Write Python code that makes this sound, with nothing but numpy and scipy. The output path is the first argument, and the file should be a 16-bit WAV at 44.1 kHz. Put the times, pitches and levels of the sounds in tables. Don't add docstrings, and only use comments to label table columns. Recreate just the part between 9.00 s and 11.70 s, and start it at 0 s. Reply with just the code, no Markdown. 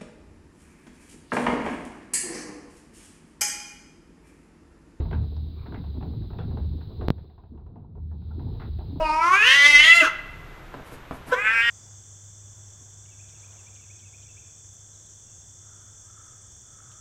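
import sys
import numpy as np
from scipy import signal
from scipy.fft import rfft, irfft
from scipy.io import wavfile
from scipy.ndimage import uniform_filter1d, minimum_filter1d

SR = 44100
rng = np.random.default_rng(int(sys.argv[2]) if len(sys.argv) > 2 else 0)


def file_out(sig):
    cols = np.atleast_2d(sig).T
    lim = np.clip(cols, -1, 1)
    pcm = np.round(lim * 32767).astype(np.int16)
    wavfile.write(sys.argv[1], SR, pcm)


N = 119070
T = np.arange(N) / SR


def undb(db):
    return 10 ** (np.asarray(db) / 20)


def curves(rows):
    rows = np.array(rows, float)
    return [np.interp(T, rows[:, 0], column) for column in rows.T[1:]]


def colour(points, hz):
    f, db = np.array(points, float).T
    return undb(np.interp(np.log(hz + 1), np.log(f), db))


def noise(points):
    hz = np.arange(N // 2 + 1) * SR / N
    x = irfft(rfft(rng.standard_normal(N)) * colour(points, hz), N)
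    return x / x.std()


def wander(hz):
    f = np.arange(N // 2 + 1) * SR / N
    x = irfft(rfft(rng.standard_normal(N)) / (1 + (f / hz) ** 4), N)
    return x / x.std()


def swells(rows):
    return sum(undb(db) * np.exp(-((T - at) / length) ** 2) for at, length, db in rows)


def resonance(hz, centre, width, db):
    return 1 + (undb(db) - 1) / (1 + (2 * (hz - centre) / width) ** 2)


# (frequency [Hz], relative level [dB])
AIR_COLOUR = [(25, -3), (80, -5), (135, -4), (230, -13), (325, -9.5), (500, -13.5), (880, -14.5),
              (1330, -12.5), (2000, -18), (3600, -25.5), (4900, -34), (7000, -35), (9500, -43),
              (13000, -35.5)]
AIR_DB = -45.5
# (time [s], level [dB])
RUMBLE_LEVEL = [(0, -26), (.15, -37), (.3, -61), (.68, -62), (.76, -38.5), (.86, -48), (.95, -54),
                (1.25, -44), (1.35, -49.5), (1.5, -48), (2.7, -62.5)]


def background():
    air = undb(AIR_DB) * noise(AIR_COLOUR)
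    rumble = noise([(18, -26), (33, 21), (60, -24), (200, -43), (2000, -93)])
    return air + undb(curves(RUMBLE_LEVEL)[0]) * rumble


EARLY_DB, EARLY_T60_S, FIRST_ECHO_S = -5, 0.14, 0.0052
LATE_DB, LATE_T60_S = -11.5, 0.93
DAMP_HZ = 7860


def room(x):
    t, f = T[:SR], np.arange(SR // 2 + 1)
    spectrum, tail = rfft(rng.standard_normal(SR)), 0
    centres = 125 * 2. ** np.arange(8)
    for hz, pick in zip(centres, np.eye(len(centres))):
        band = irfft(spectrum * np.interp(np.log(f + 1), np.log(centres), pick), SR)
        tail = tail + band * np.exp(-np.log(1000) * t * (1 + (hz / DAMP_HZ) ** 2) / LATE_T60_S)
    tail = tail * np.sqrt(2 * np.log(1000) / (LATE_T60_S * SR))
    early = rng.standard_normal(SR) * np.exp(-np.log(1000) * t / EARLY_T60_S) * (t > FIRST_ECHO_S)
    early = early / np.linalg.norm(early)
    echoes = undb(EARLY_DB) * early + undb(LATE_DB) * tail * (t > FIRST_ECHO_S)
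    return (x + signal.fftconvolve(x, echoes)[:N]) / np.sqrt(1 + undb(EARLY_DB) ** 2)


RING_HZ, RING_T60_S, RING_DB = 2030, 1.33, -14


def ring(x):
    t = T[:SR]
    decay = np.exp(-np.log(1000) * t / RING_T60_S)
    response = 2 * decay * np.sin(2 * np.pi * RING_HZ * t) / decay.sum()
    return undb(RING_DB) * signal.fftconvolve(x, response)[:N]


# (time [s], level [dB])
KNOCK_HITS = [(1.741, -31.5), (1.768, -40), (1.795, -41), (2.11, -27.5), (2.144, -41)]
# (frequency [Hz], relative level [dB])
KNOCK_SPECTRUM = [(40, -17), (85, -4.5), (170, 0), (300, 1.5), (700, -2.5), (1400, -9), (2200, -21),
                  (3500, -29.5), (7000, -44), (13000, -52)]
KNOCK_DECAY_S = 0.011


def knocks():
    hits = sum(undb(db) * (T >= at) * np.exp(-abs(T - at) / KNOCK_DECAY_S) for at, db in KNOCK_HITS)
    return hits * noise(KNOCK_SPECTRUM)


# (time [s], length [s], level [dB])
RUSTLE_SWELLS = [(1.874, .025, -46.5), (1.935, 0.023, -42), (2.153, 0.029, -46.5), (2.289, 0.023, -39.5)]
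# (frequency [Hz], relative level [dB])
RUSTLE_SPECTRUM = [(200, 6.5), (1200, 0.5), (3000, -13), (6000, -18), (11000, -13.5), (13000, -16)]


def rustles():
    return swells(RUSTLE_SWELLS) * noise(RUSTLE_SPECTRUM)


# (time [s], length [s], level [dB])
THUD_SWELLS = [(1.38, 0.1, -40), (1.79, .03, -38), (2.16, 0.043, -37.5)]
# (frequency [Hz], relative level [dB])
THUD_SPECTRUM = [(40, -25), (70, -3), (82, -3.5), (105, -27), (135, -14.5), (200, -32), (2000, -82)]


def thuds():
    return swells(THUD_SWELLS) * noise(THUD_SPECTRUM)


# (time [s], length [s], pitch [Hz], level [dB])
GULP_TONES = [(0.011, 0.02, 635, -20.5), (1.022, 0.013, 634, -21), (1.029, 0.0073, 321, -23.5),
              (2.333, 0.0085, 526, -26.5)]
GULP_SAG_PER_S = 0.74


def gulps():
    out = 0
    for at, length, hz, db in GULP_TONES:
        t = T - at
        swell = undb(db) * np.exp(-(t / length) ** 4)
        out = out + swell * np.sin(2 * np.pi * hz * (t - GULP_SAG_PER_S * t ** 2 / 2))
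    return out


# (time [s], length [s], level [dB])
SPIT_SWELLS = [(2.335, 0.014, -36)]
# (frequency [Hz], relative level [dB])
SPIT_SPECTRUM = [(500, -28), (1500, -8), (2700, -10), (3100, -4), (3900, -8), (4500, -23), (5800, -12),
                 (7500, -34), (13000, -30)]


def spit():
    return swells(SPIT_SWELLS) * noise(SPIT_SPECTRUM)


LOCK_S, LOCK_RISE_S, LOCK_DB, LOCK_FALL_S = .657, .007, 5, .04


def lock():
    late = np.maximum(T - LOCK_S, 0)
    return undb(LOCK_DB * np.minimum(late / LOCK_RISE_S, 1) * np.exp(-late / LOCK_FALL_S))


OPEN_HZ = 2037
CLOSED_TREBLE_DB, TREBLE_HZ = -11.5, 2130
DIP_RATIO, DIP_OCTAVES, DIP_DB = 0.65, 0.27, -11
HALF_LOW_HZ = 740
JITTER, RASP_JITTER, JITTER_HZ = .002, .03, 55.6
SHIMMER_DB = 1.0
RASP_WIDTH_HZ, RASP_REF_HZ, RASP_TILT = 140, 2000, 0.74
FADE_S = .006


def voice(pitch, effort, hoarse, throat, shape, count=76):
    start, end = effort[0][0], effort[-1][0]
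    on = (T >= start) & (T <= end)
    f0, = [c[on] for c in curves(pitch)]
    db, mouth, upper, upper_db, top = [c[on] for c in curves(effort)]
    half_db, rasp_db = [c[on] for c in curves(hoarse)]
    mouth_width, mouth_db, upper_width, top_width, top_db, half_top = shape

    wobble = (JITTER + RASP_JITTER * undb(rasp_db)) * wander(JITTER_HZ)[on]
    phase = np.pi * np.cumsum(f0 * (1 + wobble)) / SR
    gain = undb(db + SHIMMER_DB * wander(JITTER_HZ)[on])
    flutter = (wander(RASP_WIDTH_HZ) + 1j * wander(RASP_WIDTH_HZ)) / np.sqrt(2)
    closed = np.log2(np.maximum(OPEN_HZ / mouth, 1))

    wave, power, out = 0, 0, np.zeros(N)
    for k in range(1, count):
        hz = k * f0 / 2
        size = colour(throat, hz) * resonance(hz, mouth, mouth_width, mouth_db)
        size = size * resonance(hz, upper, upper_width, upper_db) * resonance(hz, top, top_width, top_db)
        hollow = np.exp(-(np.log2(hz / (DIP_RATIO * top)) / DIP_OCTAVES) ** 2)
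        treble = np.clip(hz / TREBLE_HZ * 2 - 1, 0, 1)
        size = size * undb(closed * (CLOSED_TREBLE_DB * treble + DIP_DB * hollow))
        line = 1
        if k % 2:
            line = undb(half_db) * hz ** 2 / (hz ** 2 + HALF_LOW_HZ ** 2)
            line = line / np.hypot(1, (hz / half_top) ** 6)
        rasp = np.minimum(undb(rasp_db) * (hz / RASP_REF_HZ) ** RASP_TILT, 1)
        skirt = rasp * np.roll(flutter, rng.integers(N))[on]
        turn = np.exp(1j * (k * phase + rng.uniform(0, 2 * np.pi)))
        wave = wave + size * np.real((line + skirt) * turn)
        power = power + size ** 2 * (line ** 2 + rasp ** 2) / 2
    fade = np.clip(np.minimum(T[on] - start, end - T[on]) / FADE_S, 0, 1)
    out[on] = fade * gain * wave / np.sqrt(power)
    return out


# (time [s], pitch [Hz])
YELP_PITCH = [(2.31, 557), (2.33, 510.7), (2.36, 470)]
# (time [s], level [dB], mouth resonance [Hz], upper resonance [Hz],
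# upper resonance peak [dB], top resonance [Hz])
YELP_EFFORT = [(2.317, -30.5, 520, 1530, 8.2, 5840), (2.326, -12.5, 530, 1590, 21.6, 5770),
               (2.335, -20.5, 520, 1500, 22, 5800), (2.345, -20, 510, 1440, 4.3, 5830),
               (2.351, -40, 500, 1390, 6, 5800)]
# (time [s], half-pitch lines [dB], rasp at RASP_REF_HZ [dB])
YELP_HOARSE = [(2.31, -36, -17), (2.36, -24, -4)]
# (frequency [Hz], relative level [dB])
YELP_THROAT = [(250, -20), (500, 5.5), (1050, 12), (2000, -0.5), (2600, 8), (3500, 19), (4500, -16),
               (6000, -5), (8000, -20), (13000, -23)]
# (mouth width [Hz], mouth peak [dB], upper width [Hz], top width [Hz], top peak [dB],
# half-pitch lines fade above [Hz])
YELP_SHAPE = (100, 11, 140, 500, 9.6, 4000)


def yelp():
    return voice(YELP_PITCH, YELP_EFFORT, YELP_HOARSE, YELP_THROAT, YELP_SHAPE, count=44)


# (time [s], pitch [Hz])
SECOND_PITCH = [(2.28, 325), (2.33, 344.1), (2.36, 376), (2.4, 409.7), (2.45, 430.4), (2.5, 445.9),
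                (2.55, 459.2), (2.6, 457.8), (2.64, 471.4), (2.7, 470)]
# (time [s], level [dB], mouth [Hz], upper [Hz], upper peak [dB], top [Hz])
SECOND_EFFORT = [(2.28, -70, 1100, 2100, -4, 5700), (2.322, -25.5, 1130, 2100, -5, 5870),
                 (2.36, -31, 1240, 2120, 9, 6300), (2.4, -22.5, 1390, 2310, 18.5, 6300),
                 (2.436, -28.5, 1480, 2530, 16.5, 7800), (2.471, -16.5, 1550, 2420, 19.5, 6650),
                 (2.52, -20.5, 1585, 2610, 13.5, 5330), (2.6, -20.5, 1580, 2530, 13.5, 5160),
                 (2.64, -20.5, 1790, 3078, 21, 5200), (2.7, -17, 1840, 2980, 12, 5400)]
# (time [s], half-pitch lines [dB], rasp at RASP_REF_HZ [dB])
SECOND_HOARSE = [(2.28, -26, -25), (2.39, -22, -40), (2.44, -6, -29), (2.49, 6.5, -37), (2.56, -1.5, -32),
                 (2.7, 2, -33)]
# (frequency [Hz], relative level [dB])
SECOND_THROAT = [(200, -8), (450, -21.5), (900, -8), (1180, -6.5), (1400, 1), (2050, 5), (3000, -5.5),
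                 (3500, -4), (3950, -15.5), (5300, -14.5), (6500, -20), (7600, -12), (10000, -28),
                 (13000, -24)]
# (mouth width [Hz], mouth peak [dB], upper width [Hz], top width [Hz], top peak [dB], half fade [Hz])
SECOND_SHAPE = (430, 15.3, 440, 800, 7, 4100)


def second_yowl():
    return voice(SECOND_PITCH, SECOND_EFFORT, SECOND_HOARSE, SECOND_THROAT, SECOND_SHAPE)


# (time [s], pitch [Hz])
FIRST_PITCH = [(0, 322.2), (.04, 314.3), (.1, 306.6), (.17, 315.4), (.25, 339.3), (.31, 366.2),
               (.37, 399.7), (.42, 432), (.47, 499), (.51, 534), (.56, 564.7), (.62, 569.7), (.68, 586.2),
               (.77, 579), (.82, 608.5), (.89, 660.3), (.93, 677.7), (.968, 692), (1., 674.2), (1.03, 615),
               (1.07, 455)]
# (time [s], level before lock() [dB], mouth [Hz], upper [Hz], upper peak [dB], top [Hz])
FIRST_EFFORT = [(0, -26.5, 740, 2600, 15, 5730), (0.031, -26, 864, 2810, 25.5, 5100),
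                (0.068, -18.5, 917, 2570, 22.5, 4770), (0.159, -19.5, 988, 2340, 12, 5440),
                (0.199, -22, 1040, 2250, 20.5, 5600), (0.241, -20, 1194, 2130, 16.5, 5660),
                (0.309, -14.5, 1134, 2130, 12.5, 6140), (0.383, -17.5, 1580, 2430, 24.5, 6590),
                (0.501, -13.5, 1860, 2950, 21.5, 5950), (0.582, -13.5, 1968, 3080, 11, 6160),
                (.65, -12.5, 1992, 3450, 13.5, 6197), (.667, -10, 2035, 2960, 4, 6000),
                (.785, -9, 2090, 2880, 13, 5886), (0.819, -11, 2040, 2910, 24, 6503),
                (0.854, -15, 1950, 3145, 15.5, 6800), (0.882, -8.5, 1982, 3300, 15, 6800),
                (.93, -7, 2000, 2750, 22.5, 6984), (0.959, -11, 1970, 2780, 1, 7240),
                (1., -15, 1907, 2800, 20.5, 7244), (1.033, -19.5, 1520, 2700, 17, 6230),
                (1.06, -17.5, 1420, 2850, 8.5, 6400), (1.085, -19.5, 1190, 2730, 14, 6343)]
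# (time [s], half-pitch lines [dB], rasp at RASP_REF_HZ [dB])
FIRST_HOARSE = [(0, -45, -22.5), (0.251, -32, -25.5), (.38, -20, -21), (.46, -11, -16), (.53, -8, -17.5),
                (.58, 2.5, -21.5), (.65, 0, -24.5), (.68, 8, -39), (.77, 10, -38), (.81, 1.5, -16.5),
                (.85, 4, -11.5), (.89, -6, -16.5), (.98, -14, -19.5), (1.019, -6, -13.5), (1.06, -7, -2)]
# (frequency [Hz], relative level [dB])
FIRST_THROAT = [(200, -3), (310, -7), (450, -7), (750, -12), (1100, -3.5), (1350, -0.5), (1650, -6.5),
                (2400, -3.5), (3400, -3.5), (4300, -5.5), (5100, -8.5), (5800, -14), (7200, -16.5),
                (8500, -20), (9600, -15.5), (10600, -28.5), (13000, -26)]
# (mouth width [Hz], mouth peak [dB], upper width [Hz], top width [Hz], top peak [dB], half fade [Hz])
FIRST_SHAPE = (215, 24.87, 377, 600, 9.7, 11900)


def first_yowl():
    return lock() * voice(FIRST_PITCH, FIRST_EFFORT, FIRST_HOARSE, FIRST_THROAT, FIRST_SHAPE)


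def scene():
    movements = knocks() + rustles() + thuds()
    yowls = first_yowl() + second_yowl()
    sources = yowls + yelp() + spit() + gulps() + movements
    return (room(sources) + ring(yowls) + background())[None]


CEILING, LIMIT_S = .93, 0.0065
TOP_HZ = 13200


def record(dry):
    size = int(LIMIT_S * SR) + 1
    needed = np.minimum(1, CEILING / (abs(dry) + 1e-9))
    gain = uniform_filter1d(minimum_filter1d(needed, size), size)
    top_cut = signal.ellip(10, .2, 80, TOP_HZ, fs=SR, output="sos")
    return signal.sosfilt(top_cut, dry * gain)


dry = scene()
out = record(dry)
file_out(out)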